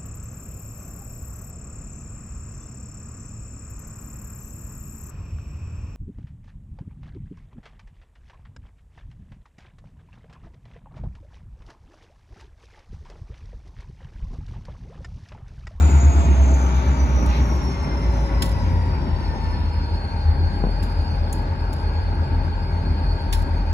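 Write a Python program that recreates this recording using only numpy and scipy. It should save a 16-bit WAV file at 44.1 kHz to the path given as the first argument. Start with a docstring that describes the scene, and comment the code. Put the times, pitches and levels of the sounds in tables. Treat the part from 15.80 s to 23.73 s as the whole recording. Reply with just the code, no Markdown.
"""Exhaust beats, rough gear tones and two high whines sink in pitch and settle, over a broad roar.
Two coupled diesel locomotives throttle down under a road bridge; each crankshaft sets the pitch of its
firing tone, gear meshes and turbocharger. Shaped noise makes the roar and the spits and puffs of air,
damped sines make a few dull thumps, and the two ports hear it all with a phase offset."""
import sys
import numpy as np
from scipy import signal
from scipy.fft import rfft, irfft, next_fast_len
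from scipy.io import wavfile
from scipy.ndimage import uniform_filter1d, map_coordinates

SR = 44100
rng = np.random.default_rng(int(sys.argv[2]) if len(sys.argv) > 2 else 0)


def log_audio(samples):
    """Write samples as a 16-bit WAV file to the path given in sys.argv[1]."""
    # one column per channel
    frames = np.atleast_2d(samples).T
    # limit to full scale, then quantise
    limited = np.clip(frames, -1, 1)
    pcm = np.round(limited * 32767).astype(np.int16)
    wavfile.write(sys.argv[1], SR, pcm)


N = 349713  # samples

WHINE_PER_TURN = 845  # whine cycles per crankshaft turn
IDLE_HZ = 4850  # whine of the second engine at idle

# Shaft orders filled in by uneven cylinders:
# order (cycles per turn), first_engine_db, second_engine_db
UNEVEN_ORDERS = np.array([(7, -22, -8), (9, -14, 2), (10, -19, -15), (11, -18, -14), (12, -22, -17),
                 (13, -18, -16), (14, -22, -16), (15, 1, -2), (16, -15, -12), (17, -13, -8), (18, -15, -13),
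                 (20, -13, -13), (24, -16, -9), (36, -24, -17)])


def engine(whine_hz, whine_db, firing_db, uneven_db, pattern_db):
    """Harmonic orders of one shaft: beat and whine glide together, and a resonant stack lifts passing orders."""
    # exhaust stack resonances: frequency_hz, gain_db
    stack_gain = [(35, -25), (52, -15), (58, -21), (68, 4), (82, 5), (92, -3.5), (110, -17.5), (160, -6.5)]
    firing_order = 8  # beats per turn
    strong_turn = .39  # point in the turn where the strongest cylinder fires
    lumpy_db = 1.6  # how unevenly the engine fires at idle
    turns = crank(whine_hz) - strong_turn

    beat = amp(firing_db) * tone(firing_order * turns, flicker_db=.3, rate=2.3, smear=.05)
    for order, order_db in zip(np.round(UNEVEN_ORDERS[:, 0]), pattern_db):
        level = amp(uneven_db + order_db + resonance_db(stack_gain, order, whine_hz))
        beat += level * tone(order * turns, flicker_db=2.8, rate=3.5, smear=order / 30)
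    # firing evens out with speed, fully so 2 dB above idle
    unevenness = np.clip(1 - speed_db(whine_hz) / 2, 0, 1)
    beat *= amp(lumpy_db * unevenness * wobble(7))

    # the beat once more, 400 samples late and wavering, which spreads it between the ports
    late_beat = 1.1 * wobble(3) * np.roll(beat, 400)
    blades = turns * WHINE_PER_TURN
    return np.array([beat + turbocharger(blades, whine_hz, whine_db),
                     late_beat + turbocharger(blades, whine_hz, whine_db)])


def turbocharger(blades, whine_hz, whine_db):
    """Blade-passing tone: turbulent inflow spreads it into a band, the more the faster it turns."""
    skirt = amp(-6 + 4 * speed_db(whine_hz))  # band over tone; 4 dB gained per dB of shaft speed
    pure = tone(blades, flicker_db=2.5, rate=80, smear=.8)
    spread = (pure + skirt * band(blades, rate=210)) / np.sqrt(1 + skirt ** 2)
    octave = amp(-19) * tone(2 * blades, flicker_db=4, rate=300, smear=1.4)
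    return amp(whine_db + 1.5 * wobble(7) + 1.8 * wobble(28)) * (spread + octave)


def gears(whine_hz, mesh, swells_db):
    """Tooth-mesh excitation at multiples of shaft rate, swelling and filtered by the casing's resonances."""
    # gear casing resonances: frequency_hz, gain_db
    casing_gain = [(400, -12), (470, -1), (540, 4), (600, 2), (680, 3), (825, -6), (900, 2), (980, -1),
                   (1150, -7), (1500, 0), (1650, 1.5), (1800, -3.5), (2000, 5.5), (2150, 0.5), (2250, 6),
                   (2450, 3.5), (2700, -10), (3050, -2), (3500, -11.5), (3900, 2), (4250, 7), (4600, -14)]
    base_db = -48 + speed_db(whine_hz)  # 1 dB gained per dB of shaft speed
    turns, out = crank(whine_hz), np.zeros((2, N))
    for order, order_db in mesh:
        through_db = resonance_db(casing_gain, order, whine_hz)
        swell = amp(base_db + order_db + through_db + swells_db.get(order, 0) + 1.5 * wobble(6))
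        rate = 10 + order / 8  # higher teeth waver faster
        for path in range(2):
            out[path] += swell * tone(order * turns + rng.random(), flicker_db=2.5, rate=rate, smear=.7)
    return out


def air():
    """Turbulent jet noise: valve spits burst and echo with exponential decay; puffs swell and fade."""
    # air valve spits: start_s, level_db, low_part_db, echoes_db, fade_s
    spits = [(1.457, -44, -3, -12, 0.0038), (2.6192, -29, 0.5, -8, 0.0052), (5.025, -49.5, -0.5, 1, 0.0073),
             (5.526, -25, -12.5, -22.5, 0.0015), (5.927, -42, -2.5, -11.5, 0.0042),
             (7.5239, -38, 1, -0.5, 0.015)]
    # soft blows of air: centre_s, level_db, half_length_s
    puffs = [(1.024, -45, 0.12), (1.55, -37, 0.066), (3.665, -47, 0.016)]
    # spectrum of the upper jet noise: frequency_hz, density_db
    jet_high = [(4000, -120), (5000, -16), (7000, 11.5), (11000, 7.5), (15700, 1), (16200, -120)]
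    # spectrum of the lower jet noise: frequency_hz, density_db
    jet_low = [(1000, -120), (1500, -0.5), (2500, -6), (3300, 2), (4200, -8.5), (5200, 0.5), (6500, -17),
               (8000, -120)]
    # spectrum of the puffs: frequency_hz, density_db
    puff_colour = [(1200, -120), (1500, 4), (2300, 4.5), (3200, 0), (4200, -3.5), (6000, -13.5),
                   (9000, -120)]
    rise_s, echo_t60_s = 0.0049, 0.28
    slaps, slap_half_s = [(0.075, -21), (0.099, -16)], 0.008  # bridge returns: (delay s, dB over the echoes)
    nozzle_hz, nozzle_width_hz, nozzle_db = 4230, 1200, -6  # the valve body colours the jet
    t = np.arange(N) / SR
    high, low, soft = np.zeros((3, N))

    for start_s, level_db, low_db, echo_db, fade_s in spits:
        since = np.clip(t - start_s, 0, None)
        rise = np.clip(since / rise_s, 0, 1)
        burst = np.exp(-(since / (rise_s + fade_s)) ** 2)
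        echoes = amp(echo_db - 60 * since / echo_t60_s)
        shape = rise * (burst + echoes)
        for delay_s, slap_db in slaps:
            shape += amp(echo_db + slap_db) * np.exp(-((since - delay_s) / slap_half_s) ** 2)
        high += amp(level_db) * shape
        low += amp(level_db + low_db) * shape
    for centre_s, level_db, half_s in puffs:
        soft += amp(level_db) * np.exp(-((t - centre_s) / half_s) ** 2)

    sputter = amp(1.8 * wobble(160))
    jet = sputter * (high * rush(jet_high, patchy_db=.5) + low * rush(jet_low, patchy_db=.5))
    nozzle = [(nozzle_hz - nozzle_width_hz, -40), (nozzle_hz, 0), (nozzle_hz + nozzle_width_hz, -40)]
    ring = amp(nozzle_db) * low * rush(nozzle, patchy_db=.5)
    return jet + ring + soft * rush(puff_colour, patchy_db=1.2)


def thumps():
    """Impulse response of damped modes: each dull knock excites four short-lived sines, direct sound only."""
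    # strikes: start_s, level_db
    strikes = [(4.819, -27), (4.839, -8), (4.8515, -12.5), (4.870, -14), (4.894, -19), (6.908, -24)]
    # modes of what is knocked: frequency_hz, level_db, t60_s
    modes = [(410, 2, 0.0098), (680, -13, 0.019), (977, -15, 0.019), (184, -0.5, 0.024)]
    out, t = np.zeros((2, N)), np.arange(SR // 20) / SR
    ringing = sum(amp(db - 60 * t / t60) * np.sin(2 * np.pi * hz * t) for hz, db, t60 in modes)
    knock = ringing * (1 - np.exp(-t / 0.00035))  # softened onset
    for start_s, level_db in strikes:
        out[0, round(start_s * SR):][:len(t)] += amp(level_db) * knock
    return out


def roar(whine_hz):
    """Broadband noise scaled by shaft speed: four layers sink with it, while a band of hum emerges at idle."""
    # exhaust rumble spectrum: frequency_hz, density_db
    rumble = [(12, -120), (20, -24), (30, -27), (45, -10), (75, -9), (98, -10.5), (134, -8), (200, -13.5),
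              (281, -14.5), (331, -19.5), (389, -19.5), (500, -44), (650, -120)]
    # body drone spectrum: frequency_hz, density_db
    drone = [(250, -26), (420, -3.5), (492, -7.5), (537, -1.5), (657, -4.5), (724, -8.5), (801, -2),
             (914, 0), (1040, -10.5), (1200, -17), (1560, -48.5), (2640, -120)]
    # valve-gear clatter spectrum: frequency_hz, density_db
    clatter = [(1000, -120), (1080, 5.5), (1300, 4), (1450, 5), (1620, -1), (1800, -0.5), (2400, -4),
               (2700, -5.5), (3300, -7), (4000, -13), (5000, -11), (5500, -25), (6300, -120)]
    # intake hiss spectrum: frequency_hz, density_db
    hiss = [(4500, -120), (5000, 5.5), (6500, 4), (7400, 4), (8000, 0), (10000, -3), (12000, -10),
            (14000, -18), (15300, -26), (16000, -120)]
    # hum spectrum: frequency_hz, density_db
    hum = [(1300, -120), (1420, -1), (1500, 5), (1580, 4.5), (1650, 5), (1700, -17), (1900, -120)]
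    lull_s, lull_half_s, lull_db = 3.8, 0.72, -2.3  # the throttle shuts before idle catches
    lull = amp(lull_db * np.exp(-((np.arange(N) / SR - lull_s) / lull_half_s) ** 2))

    def level(idle_db, grows, waver_db):
        """Power law of shaft speed: grows is in dB per dB, with a slow random waver."""
        return amp(idle_db + grows * speed_db(whine_hz) + waver_db * wobble(3.1))

    return (level(-30.5, grows=1.75, waver_db=.49) * lull * rush(rumble, patchy_db=1.5)
            + level(-38, grows=.94, waver_db=.31) * lull * rush(drone, patchy_db=1.0)
            + level(-44, grows=1.84, waver_db=.17) * rush(clatter, patchy_db=1.5)
            + level(-63.5, grows=2.47, waver_db=.99) * rush(hiss, patchy_db=3.5)
            + level(-49.5, grows=-16, waver_db=.5) * rush(hum, patchy_db=0.5))


def crank(whine_hz):
    """Phase is the integral of frequency: crankshaft turns so far, the turbocharger being geared to the shaft."""
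    return np.cumsum(whine_hz) / SR / WHINE_PER_TURN


def speed_db(whine_hz):
    """Logarithmic ratio: shaft speed over idle, in dB."""
    return 20 * np.log10(whine_hz / IDLE_HZ)


def resonance_db(points, order, whine_hz):
    """Source-filter principle: the gain a gliding order meets, updated every 64 samples."""
    return along(points, order * whine_hz[::64] / WHINE_PER_TURN).repeat(64)[:N]


def tone(cycles, flicker_db, rate, smear):
    """Random modulation by moving air: a tone of rms about 1 wavers in level and in phase (smear, radians)."""
    level = np.sqrt(2) * amp(flicker_db * wobble(rate))
    return level * np.cos(2 * np.pi * cycles + smear * wobble(rate))


def band(cycles, rate):
    """Quadrature modulation: noise of rms about 1 in a soft-edged narrow band that follows a gliding pitch."""
    def size():
        """Random amplitude: a slow and a three times faster wobble added."""
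        return .85 * wobble(rate) + .5 * wobble(3 * rate)

    return size() * np.sin(2 * np.pi * cycles) + size() * np.cos(2 * np.pi * cycles)


def rush(spectrum, patchy_db):
    """Diffuse turbulence: two unrelated noises of one colour, joint rms 1, share patches of random gain."""
    bins = signal.stft(rng.standard_normal((2, N)), nperseg=512)[2]
    field = uniform_filter1d(rng.standard_normal(bins.shape[1:]), size=5, axis=0)  # over frequency
    field = uniform_filter1d(field, size=12, axis=1)  # over time
    pair = signal.istft(bins * amp(patchy_db * unit(field)), nperseg=512)[1][:, :N]
    return unit(filtered(pair, lambda hz: amp(along(spectrum, hz))))


def wobble(rate):
    """Band-limited random motion: a smooth curve through rate random knots a second."""
    knots = rng.standard_normal(int(N * rate / SR) + 4)
    coarse = map_coordinates(knots, [np.arange(0, N + 32, 32) * rate / SR])
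    return np.interp(np.arange(N) / 32, np.arange(len(coarse)), coarse)


def filtered(x, response):
    """Convolution theorem: the spectrum of x times a complex response of frequency."""
    size = next_fast_len(N + 8192)
    return irfft(rfft(x, size) * response(np.fft.rfftfreq(size, 1 / SR)), size)[..., :N]


def along(points, hz):
    """Logarithmic frequency scale: interpolate (Hz, value) points on it."""
    f, v = np.transpose(points)
    return np.interp(np.log(hz + 1), np.log(f + 1), v)


def curves(rows):
    """Linear interpolation in time: one value per sample for each column after the time."""
    s, *cols = np.transpose(rows)
    return [np.interp(np.arange(N) / SR, s, c) for c in cols]


def amp(db):
    """Decibel law: amplitude ratio of a level."""
    return 10 ** (np.asarray(db) / 20)


def unit(x):
    """Power normalization: x scaled to rms 1."""
    return x / np.sqrt(np.mean(x ** 2) + 1e-20)


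def scene():
    """Superposition of all sources: row one is direct sound, row two the part spread between the ports."""
    # first engine: time_s, whine_hz, whine_db, firing_tone_db
    first_course = [(0.0, 6990, -38.5, -44), (0.66, 6345, -46.5, -54.5), (1.65, 5710, -47, -30),
                    (2.0, 5443, -50.5, -29), (2.64, 5100, -49, -34), (3.3, 4580, -51.5, -32.5),
                    (3.7, 4380, -51.5, -35), (4.2, 4380, -46, -35), (4.6, 4389, -48, -50),
                    (5.1, 4397, -52, -42), (5.3, 4447, -47, -32), (5.5, 4401, -51.5, -23.5),
                    (5.95, 4388, -55, -31), (6.1, 4413, -48, -37), (6.6, 4417, -52.5, -25.5),
                    (7.1, 4397, -51, -41), (7.3, 4410, -44.5, -27), (7.55, 4433, -50.5, -25),
                    (7.93, 4427, -54, -24)]
    # second engine: time_s, whine_hz, whine_db, firing_tone_db
    second_course = [(0.0, 7570, -48, -13.5), (0.28, 7370, -51, -12), (0.4, 7285, -50, -16.5),
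                     (0.56, 7110, -51, -13), (0.72, 7030, -46, -14), (0.88, 6865, -53, -18.5),
                     (1.1, 6797, -54.5, -19), (1.65, 6435, -55, -18.5), (1.98, 6200, -58, -40),
                     (2.25, 6040, -56.5, -19.5), (2.64, 5830, -59, -22.5), (3.3, 5425, -57.5, -29),
                     (3.9, 5126, -54, -26.5), (4.29, 4845, -55.5, -31), (4.62, 4790, -52, -26),
                     (4.95, 4806, -49, -21), (5.5, 4889, -55, -33.5), (6.15, 4845, -54, -27.5),
                     (6.7, 4837, -54.5, -29), (7.25, 4847, -53.5, -25), (7.93, 4828, -55, -30)]
    # level of the uneven orders of both engines: time_s, level_db
    throb = [(0, -2), (0.4, -2.5), (0.75, -3), (1.2, 0.5), (1.7, -2), (2.1, -0.5), (2.5, 5), (3.6, 0.5),
             (4.5, 1), (5.1, 1), (5.5, 1), (6.3, -1.5), (7.1, 3.5), (7.5, -5.5), (7.93, 4.5)]
    # tooth meshes of the second engine: order (cycles per turn), level_db
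    near_mesh = np.array([(79, -1), (144, 0), (158, -1), (200, -13), (288, -7), (432, -15), (576, -20)])
    # what carries of the first engine's mesh: order (cycles per turn), level_db
    far_mesh = np.array([(158, -1), (288, -13)])
    # separate swells of three meshes: time_s, order_144_db, order_158_db, order_288_db
    mesh_swells = [(0, -4, -1, -1), (0.5, -9, -6, -2.5), (1.0, 3, 1, -4.5), (1.4, -5, 9, -9),
                   (1.75, 7, 0, -3.5), (2.05, -13, 10, 4.5), (2.35, -10, 3, -9.5), (2.6, 1, 8.5, 1),
                   (2.95, 7.5, -5, -1), (3.25, -0.5, 0.5, -1), (3.7, 3, 3, 6), (4.1, -7, 2.5, -6),
                   (4.6, 6, -2.5, -0.5), (7.93, -0.5, 2, 1)]
    # swell of the lowest mesh: time_s, order_79_db
    low_swell = [(0, -5.5), (0.45, 3), (0.9, -2.5), (1.4, -2), (2.0, -8), (2.55, 3.5), (3.0, -0.5),
                 (3.4, -6.5), (4.0, 0.5), (4.6, -4.5), (7.93, -5)]
    first, second, (throb_db,) = curves(first_course), curves(second_course), curves(throb)
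    swells_db = dict(zip((144, 158, 288, 79), curves(mesh_swells) + curves(low_swell)))

    engines = (engine(*first, throb_db - 32.5, UNEVEN_ORDERS[:, 1])
               + engine(*second, throb_db - 28, UNEVEN_ORDERS[:, 2]))
    meshes = gears(second[0], near_mesh, swells_db) + gears(first[0], far_mesh, {})
    return engines + meshes + air() + thumps() + roar(second[0])


def record(dry):
    """Interaural coherence: each port mixes direct and spread sound with its own phase and gain."""
    # the ports: frequency_hz, left_lead_rad, likeness (0-1), left_minus_right_db
    ports = [(0, 0, .96, 1.5), (90, .1, .95, 1.3), (200, .2, .9, 0), (480, .7, .85, 0), (730, 1, .6, 7),
             (950, .8, .9, 2), (1300, 3.9, .65, 5), (1650, 4.7, .45, 3), (2300, 6.5, .8, 0),
             (3000, 8.8, .75, -1), (3900, 12.2, .6, -1), (4900, 16.4, .7, -6), (5600, 13.3, .5, -4),
             (6900, 11.5, .9, 0), (8100, 9.6, .98, 0), (8900, 9.2, .98, 0), (10800, 6.3, .92, 0),
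             (13000, 3.4, .97, 0), (13900, 2.9, .98, 0), (16000, 0, .9, 0)]
    top_hz = 15800  # nothing passes from here up
    f, lead, alike, balance_db = np.transpose(ports)

    def mixing(hz):
        """Rotation of two equal-power sources: half the arccosine of likeness sets their shares."""
        angle = np.arccos(np.clip(np.interp(hz, f, alike), 0, 1)) / 2
        return np.array([np.cos(angle), np.sin(angle)])

    def offsets(hz):
        """Symmetric transfer functions: each port takes half the lead and balance, with opposite signs."""
        left = amp(np.interp(hz, f, balance_db) / 2) * np.exp(.5j * np.interp(hz, f, lead))
        return np.array([left, 1 / left]) * (hz < top_hz)

    direct, spread = filtered(dry, mixing)
    return filtered(np.array([direct + spread, direct - spread]), offsets)


dry = scene()
out = record(dry)
log_audio(out)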